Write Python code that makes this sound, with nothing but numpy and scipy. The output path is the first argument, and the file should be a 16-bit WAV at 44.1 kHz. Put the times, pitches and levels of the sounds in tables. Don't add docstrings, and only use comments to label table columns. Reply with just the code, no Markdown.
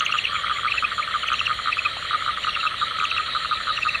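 import sys
import numpy as np
from scipy import signal
from scipy.fft import rfft, irfft, next_fast_len
from scipy.io import wavfile
from scipy.ndimage import uniform_filter1d, map_coordinates

SR = 44100
rng = np.random.default_rng(int(sys.argv[2]) if len(sys.argv) > 2 else 0)


def inscribe(sig):
    pcm = np.round(np.clip(np.atleast_2d(sig).T, -1, 1) * 32767)
    wavfile.write(sys.argv[1], SR, pcm.astype(np.int16))


N = 176400
T = np.arange(N) / SR
NOTE_T = np.arange(-SR // 25, SR // 25) / SR


def amp(db):
    return 10 ** (np.asarray(db) / 20)


def unit(x):
    return x / np.sqrt(np.mean(x ** 2) + 1e-20)


def gain_at(spectrum, hz):
    points_hz, db = np.transpose(spectrum)
    return amp(np.interp(np.log(np.abs(hz) + 1), np.log(points_hz), db))


def level(points):
    return amp(np.interp(T, *np.transpose(points)))


def bell(t, width):
    return np.exp(-(t / width) ** 2)


def phase(hz):
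    return 2 * np.pi * (np.cumsum(hz) / SR + rng.random())


def wobble(knots_per_s):
    return map_coordinates(rng.standard_normal(4096), [T * knots_per_s], mode="wrap")


def flutter(knots_per_s):
    return map_coordinates(rng.standard_normal(512), [(NOTE_T - NOTE_T[0]) * knots_per_s], mode="wrap")


def pulsing(rate_hz, sharpness, drift):
    return unit(np.exp(sharpness * np.cos(phase(rate_hz * (1 + drift * wobble(12))))))


def filtered(x, response):
    size = next_fast_len(N + SR // 2)
    return irfft(rfft(x, size) * response(np.fft.rfftfreq(size, 1 / SR)), size)[:N]


def coloured(x, spectrum):
    return unit(filtered(x, lambda hz: gain_at(spectrum, hz)))


def add(track, centre_s, sound):
    i = round(centre_s * SR) - len(sound) // 2 + np.arange(len(sound))
    inside = (i >= 0) & (i < N)
    track[i[inside]] += sound[inside]


# frequency in Hz, relative level in dB.
RUMBLE_SPECTRUM = [(25, -17), (45, 1.5), (100, 1.5), (300, -11.5), (400, -9.5), (600, -2.5), (740, -9.5),
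                   (1000, -14.5), (2000, -8.5), (4000, -41.5)]
HISS_SPECTRUM = [(3000, -26), (4800, -7), (5700, 3.5), (7600, -1), (8600, 6.5), (9600, 1.5), (10300, -12.5),
                 (15500, -15.5)]


def night_air(rumble_db=-44, hiss_db=-55):
    rumble = coloured(rng.standard_normal(N), RUMBLE_SPECTRUM)
    hiss = coloured(rng.standard_normal(N), HISS_SPECTRUM)
    return amp(rumble_db) * rumble + amp(hiss_db) * hiss


# centre in seconds, level in dB, pitch in Hz.
BUZZES = [(1.39, -50, 5720), (2.455, -52, 5920), (2.53, -52, 5600), (3.79, -49, 5750), (3.92, -53, 6050)]


def buzzes(width_s=0.041, waver_hz=110):
    pulses = pulsing(rate_hz=116, sharpness=0.39, drift=0.071)
    waver = waver_hz * wobble(600)
    return sum(amp(db) * bell(T - s, width_s) * pulses * np.sin(phase(hz + waver))
               for s, db, hz in BUZZES)


def stridulation(hz, waver_hz, overtone_db):
    angle = phase(hz + waver_hz * wobble(700))
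    strokes = pulsing(rate_hz=104, sharpness=0.7, drift=0.03)
    return unit(strokes * (np.sin(angle) + amp(overtone_db) * np.sin(2 * angle)))


def trill_gates(first_s, period_s, length_s, count):
    starts = first_s + period_s * np.arange(count)
    return sum(np.exp(-(2 * (T - s) / length_s - 1) ** 8) for s in starts)


# time in seconds, level in dB.
CRICKET_LEVELS = [(0, -48), (2.2, -53), (3.45, -55), (3.8, -52)]


def crickets(far_db=-56.5):
    far_gate = trill_gates(first_s=0.1285, period_s=0.189, length_s=0.097, count=21)
    near_gate = trill_gates(first_s=-0.082, period_s=0.2045, length_s=0.1, count=20)
    far = far_gate * stridulation(hz=7330, waver_hz=140, overtone_db=-20)
    near = near_gate * stridulation(hz=6995, waver_hz=85, overtone_db=-27)
    return level(CRICKET_LEVELS) * near + amp(far_db) * far


# frequency in Hz, relative level in dB.
WASH_SPECTRUM = [(900, -24), (1100, -5), (1300, 3), (1600, -5), (1870, 3), (2100, -2), (2550, -4.5),
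                 (3600, -2.5), (4200, -0.5), (4450, -8), (4850, -27), (5500, -61.5)]


def chorus_wash(level_db=-32, patch_db=2.7):
    noise = rng.standard_normal(N) * amp(0.72 * wobble(110))
    spectrogram = signal.stft(noise, nperseg=512)[2]
    patches = uniform_filter1d(rng.standard_normal(spectrogram.shape), size=6, axis=0)
    patches = unit(uniform_filter1d(patches, size=7, axis=1))
    patchy_noise = signal.istft(spectrogram * amp(patch_db * patches), nperseg=512)[1][:N]
    return amp(level_db) * coloured(patchy_noise, WASH_SPECTRUM)


# frequency in Hz, relative level in dB.
PURR_SPECTRUM = [(2600, -30.5), (3000, 0), (3200, 0), (3450, -1), (3800, -56.5)]
# time in seconds, level in dB.
PURR_LEVELS = [(0, -37.5), (2.5, -41.5), (3.6, -43.5), (4, -60)]


def purring_frogs(pitch_hz=3250):
    pulses = pulsing(rate_hz=68.4, sharpness=1.8, drift=0.025)
    flicker = amp(1.6 * wobble(70))
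    note = unit(pulses * flicker * np.sin(phase(pitch_hz + 90 * wobble(150))))
    envelope = level(PURR_LEVELS) * amp(1.1 * wobble(14))
    noise = amp(-1) * coloured(rng.standard_normal(N), PURR_SPECTRUM)
    return envelope * (noise + note)


# centre in seconds, relative level in dB.
RATTLE_WAVES = [(1.37, -36.5), (1.68, -37.5), (1.91, -35.5), (2.125, -30), (2.26, -36.5), (2.459, -33),
                (2.611, -30.5), (2.83, -29.5), (2.999, -35), (3.13, -29.5), (3.339, -28.5), (3.531, -29.5),
                (3.722, -29), (3.909, -31.5)]
# frequency in Hz, relative level in dB.
RATTLE_SPECTRUM = [(3000, -31), (3600, -4.5), (3830, 3), (4400, -8.5), (4800, -25), (5500, -78)]


def rattling_frogs(pitch_hz=3860, width_s=0.045, gain_db=-2):
    waves = sum(amp(db) * bell(T - s, width_s) for s, db in RATTLE_WAVES)
    pulses = pulsing(rate_hz=221.4, sharpness=0.49, drift=0.0199)
    note = pulses * np.sin(phase(pitch_hz + 35 * wobble(25) + 30 * wobble(300)))
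    noise = coloured(rng.standard_normal(N) * pulses, RATTLE_SPECTRUM)
    return amp(gain_db) * waves * (noise + note)


HOOT_TIMES_S = [.3, .395, .56, .7, .93, 1.046, 1.111, 1.273, 1.92, 2.203, 2.34, 2.6, 2.717, 2.875, 2.96,
                3.08, 3.145, 3.245, 3.293, 3.425, 3.575]


def hooting_frogs(deep_hz=1168, high_hz=1308, deep_until_s=1, start_db=-30, growth_db_per_s=1):
    out = np.zeros(N)
    for s in HOOT_TIMES_S:
        hz = deep_hz if s < deep_until_s else high_hz
        envelope = bell(NOTE_T, 0.015) * (1 + 0.35 * flutter(145))
        tone = np.sin(phase(hz + 20 * flutter(148)))
        add(out, s, amp(start_db + growth_db_per_s * s) * envelope * tone)
    return out


def peep(hz, width_s, glide_hz_per_s, rasp):
    envelope = bell(NOTE_T, width_s) * (1 + 0.43 * rasp * flutter(710))
    return envelope * np.sin(phase(hz + glide_hz_per_s * NOTE_T + rasp * 240 * flutter(909)))


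# centre in seconds, level in dB, pitch in Hz, glide in Hz per second.
PEEPS = [(.082, -24, 2307, 15000), (.274, -22.5, 2440, 40000), (.364, -23.5, 2320, -8000),
         (.472, -25, 2200, 9000), (0.571, -26, 2180, 2997), (.683, -20, 2270, 37997), (0.785, -25, 2000, 0),
         (1.029, -22, 2260, 58000), (1.133, -26, 2000, 30000), (1.229, -23.5, 2980, -30000)]


def peeping_frogs(count=52, crowd_db=-29, low_hz=1750, high_hz=3200, glide_hz_per_s=25000, width_s=0.0066):
    out = np.zeros(N)
    for s, db, hz, glide in PEEPS:
        rasp = bell(glide, glide_hz_per_s)
        add(out, s, amp(db) * peep(hz, width_s * (1 + rasp), glide, rasp))
    for slot, (offset, height, loudness, slope) in enumerate(rng.random((count, 4))):
        hz = low_hz + height * (high_hz - low_hz)
        note = peep(hz, width_s, glide_hz_per_s * (2 * slope - 1), rasp=0.3)
        add(out, (slot + offset) / count * N / SR, amp(crowd_db + 10 * (loudness - 1)) * note)
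    return out


# centre in seconds, level in dB.
TICKS = [(.25, -49.5), (.32, -49), (.885, -53.5), (1.544, -45), (1.649, -52)]


def wet_ticks(width_s=0.0007):
    out = np.zeros(N)
    for s, db in TICKS:
        add(out, s, amp(db) * bell(NOTE_T, width_s) * rng.standard_normal(len(NOTE_T)))
    return out


# centre in seconds, pitch in Hz, level in dB.
DRIPS = [(.835, 333, -37), (1.969, 893, -28)]


def drips(ring_s=0.0022, rise_hz_per_s=40000, jitter_hz=240):
    out = np.zeros(N)
    for s, hz, db in DRIPS:
        pitch_hz = hz + rise_hz_per_s * NOTE_T + jitter_hz * flutter(497)
        add(out, s, amp(db) * bell(NOTE_T, ring_s) * np.sin(phase(pitch_hz)))
    return out


# loudest moment in seconds, relative level in dB, pitch at that moment in Hz,
# pitch at the top of the arch in Hz, swell in seconds, rasp at the top in dB re the burst.
CHIRPS = [(.0074, -11, 2950, 3450, .001, -17), (.065, -9.5, 2765, 3330, 0.0019, -19),
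          (0.127, -10, 2730, 2950, 0.0034, -19), (0.1903, -9, 2710, 2930, 0.0041, -13),
          (.255, -10.5, 2710, 2900, 0.0043, -9), (0.7228, -11, 2570, 2700, 0.0041, -15),
          (.785, -10.5, 2600, 2680, 0.0061, -21), (.852, -10.5, 2570, 2480, 0.006, -18),
          (1.2874, -13, 2590, 3200, 0.0044, -14), (1.343, -13.5, 2740, 3200, 0.0017, -12),
          (1.4049, -11, 2720, 2930, 0.0032, -7.5), (1.47, -10, 2705, 2930, 0.004, -10.5),
          (1.7305, -10.5, 2560, 2700, 0.0044, -17), (1.793, -10, 2570, 2630, 0.0048, -14),
          (1.862, -11, 2500, 2544, 0.0081, -19), (2.443, -19, 2830, 3020, 0.005, -15),
          (2.4965, -18, 2750, 2880, 0.0055, -14), (2.5548, -16.5, 2714, 2780, 0.0056, -10),
          (2.613, -18.5, 2700, 2780, 0.0058, -10), (2.6776, -16.5, 2630, 2700, 0.0085, -12),
          (3.001, -16.5, 2510, 3100, .003, -16), (3.054, -14, 2730, 3250, .0021, -13),
          (3.115, -12.5, 2640, 2950, .0025, -10), (3.182, -12, 2650, 2850, 0.004, -12),
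          (3.7772, -14.5, 2750, 2920, 0.0036, -14), (3.834, -11.5, 2620, 2760, 0.0047, -11.5),
          (3.894, -12.5, 2632, 2680, 0.0062, -17), (3.956, -13.5, 2595, 2650, 0.007, -16)]
# frequency of the second harmonic in Hz, its level in dB re the burst.
CHIRP_OVERTONE = [(5000, -39.5), (5500, -33.5), (5900, -30), (6600, -22.5), (7000, -5)]


def chirping_frog(gain_db=-1, rise_hz=505, rise_s=0.0098, fall_s=0.0095, stop_s=0.0023):
    out = np.zeros(N)
    from_top_s = NOTE_T + fall_s
    plunge_hz = 250 * (np.maximum(NOTE_T, 0) / 0.0035) ** 2
    lead_in = bell(from_top_s, 0.0025) + amp(-8) * bell(from_top_s + rise_s / 2, rise_s)
    overtone_envelope = bell(from_top_s - 0.0029, 0.011)
    for s, db, hz, top_hz, swell_s, rasp_db in CHIRPS:
        rising_hz = top_hz - rise_hz * (from_top_s / rise_s) ** 2
        falling_hz = top_hz - (top_hz - hz) * (from_top_s / fall_s) ** 2 - plunge_hz
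        pitch_hz = np.maximum(np.where(from_top_s < 0, rising_hz, falling_hz), 1300)
        burst = bell(NOTE_T, np.where(NOTE_T < 0, swell_s, stop_s))
        angle = phase(pitch_hz + 130 * (1 - burst) * flutter(695))
        rasp = 1 + 0.31 * flutter(600)
        envelope = burst * (1 + 0.08 * flutter(901)) + amp(rasp_db) * lead_in * rasp
        second = gain_at(CHIRP_OVERTONE, 2 * pitch_hz) * np.sin(2 * angle)
        fourth = amp(-48) * np.clip((top_hz - 2700) / 300, 0, 1.5) * np.sin(4 * angle)
        note = envelope * np.sin(angle) + overtone_envelope * rasp * (second + fourth)
        add(out, s, amp(db + gain_db) * note)
    return out


def sac_pulse(hold, sac_hz=1219, lift_hz=256.3, settle_s=0.0019, attack_s=0.0024, ring_s=0.0029):
    t = np.maximum(NOTE_T + attack_s, 0)
    onset = 1 - bell(t, 0.7 * attack_s)
    knock = onset * np.exp(-(t / ring_s) ** 1.07)
    held_end = hold * onset * bell(t - 0.0086, 0.0091)
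    envelope = np.hypot(knock / knock.max(), held_end)
    angle = phase(sac_hz * (1 + rng.normal(0, 0.0088)) + lift_hz * np.exp(-t / settle_s))
    return amp(rng.normal(0, 1)) * envelope * np.sin(angle)


# first pulse in seconds, pulse gap in seconds, relative level in dB,
# held end in dB re the pulses.
CROAKS = [(.0093, 0.0075, -16.5, -3.5), (0.1414, .0071, -15, -7), (.347, .0083, -17, -11),
          (0.4983, 0.0074, -16, -1.5), (.649, 0.008, -15, -4), (0.8266, 0.0082, -16.5, -3.5),
          (0.982, 0.0072, -16.5, -2), (1.1422, 0.0076, -15, -3.5), (1.3191, 0.0082, -15, -4.5),
          (1.497, 0.0074, -16, -3.5), (1.6749, 0.0086, -14, -3), (1.8513, 0.0046, -22.5, 4.5),
          (2.1324, 0.0073, -15, 0), (2.2796, 0.0069, -16, -0.5), (2.4709, 0.0064, -15.5, -4.5),
          (2.654, .0064, -15.5, -4.5), (2.816, 0.0058, -15, 0.5), (3.026, 0.0074, -14, -7),
          (3.1844, .0069, -19, .5), (3.3518, 0.0063, -16, -2.5), (3.5134, 0.0066, -15.5, -1),
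          (3.6869, 0.0081, -16.5, .5), (3.8529, 0.0078, -17, -1.5)]
# first pulse in seconds, pulse count, relative level in dB.
CLUCKS = [(0.095, 2, -19.5), (0.1242, 1, -21), (.324, 2, -20.5), (0.438, 2, -17), (0.4652, 1, -18),
          (0.4822, 1, -16.5), (0.587, 2, -17.5), (0.6341, 1, -20), (0.742, 2, -20), (0.9191, 2, -19.5),
          (1.0783, 2, -18.5), (1.2342, 2, -17.5), (1.304, 1, -17.5), (1.4142, 1, -18.5), (1.48, 1, -17.5),
          (1.5914, 2, -19), (1.6601, 1, -17), (1.7715, 2, -19.5), (1.8194, 1, -22.5), (2.027, 1, -20),
          (2.0524, 1, -19.5), (2.1111, 2, -16.5), (2.2241, 1, -17), (2.264, 1, -17), (2.3751, 2, -19.5),
          (2.448, 1, -16), (2.565, 2, -18.5), (2.6319, 2, -17), (2.744, 1, -20), (2.9125, 2, -19),
          (2.9882, 1, -18), (3.005, 2, -16), (3.118, 2, -19.5), (3.1665, 1, -17), (3.2814, 1, -21.5),
          (3.4493, 2, -17.5), (3.6045, 2, -21.5), (3.6727, 2, -17), (3.781, 2, -19.5), (3.9495, 2, -19.5)]


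def croaking_frog(gain_db=1, cluck_gap_s=0.0085):
    out = np.zeros(N)
    for s, gap_s, db, hold_db in CROAKS:
        for k, hold in enumerate((0, 0, amp(hold_db))):
            add(out, s + k * gap_s, amp(db) * sac_pulse(hold))
    for s, count, db in CLUCKS:
        for k in range(round(count)):
            add(out, s + k * cluck_gap_s, amp(db) * sac_pulse(hold=0))
    return amp(gain_db) * out


def echo(x, level_db=-16, t60_s=0.2):
    t = np.arange(SR // 2) / SR
    tail = rng.standard_normal(len(t)) * amp(-60 * t / t60_s)
    return amp(level_db) * signal.fftconvolve(x, tail / np.linalg.norm(tail))[:N]


def scene():
    front = croaking_frog() + chirping_frog() + peeping_frogs() + hooting_frogs() + drips()
    scatter = echo(front)
    chorus = rattling_frogs() + purring_frogs() + chorus_wash() + buzzes()
    return (front + scatter + chorus + crickets() + wet_ticks() + night_air())[None]


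def record(dry, top_hz=15600):
    return filtered(dry[0], lambda hz: hz < top_hz)[None]


dry = scene()
out = record(dry)
inscribe(out)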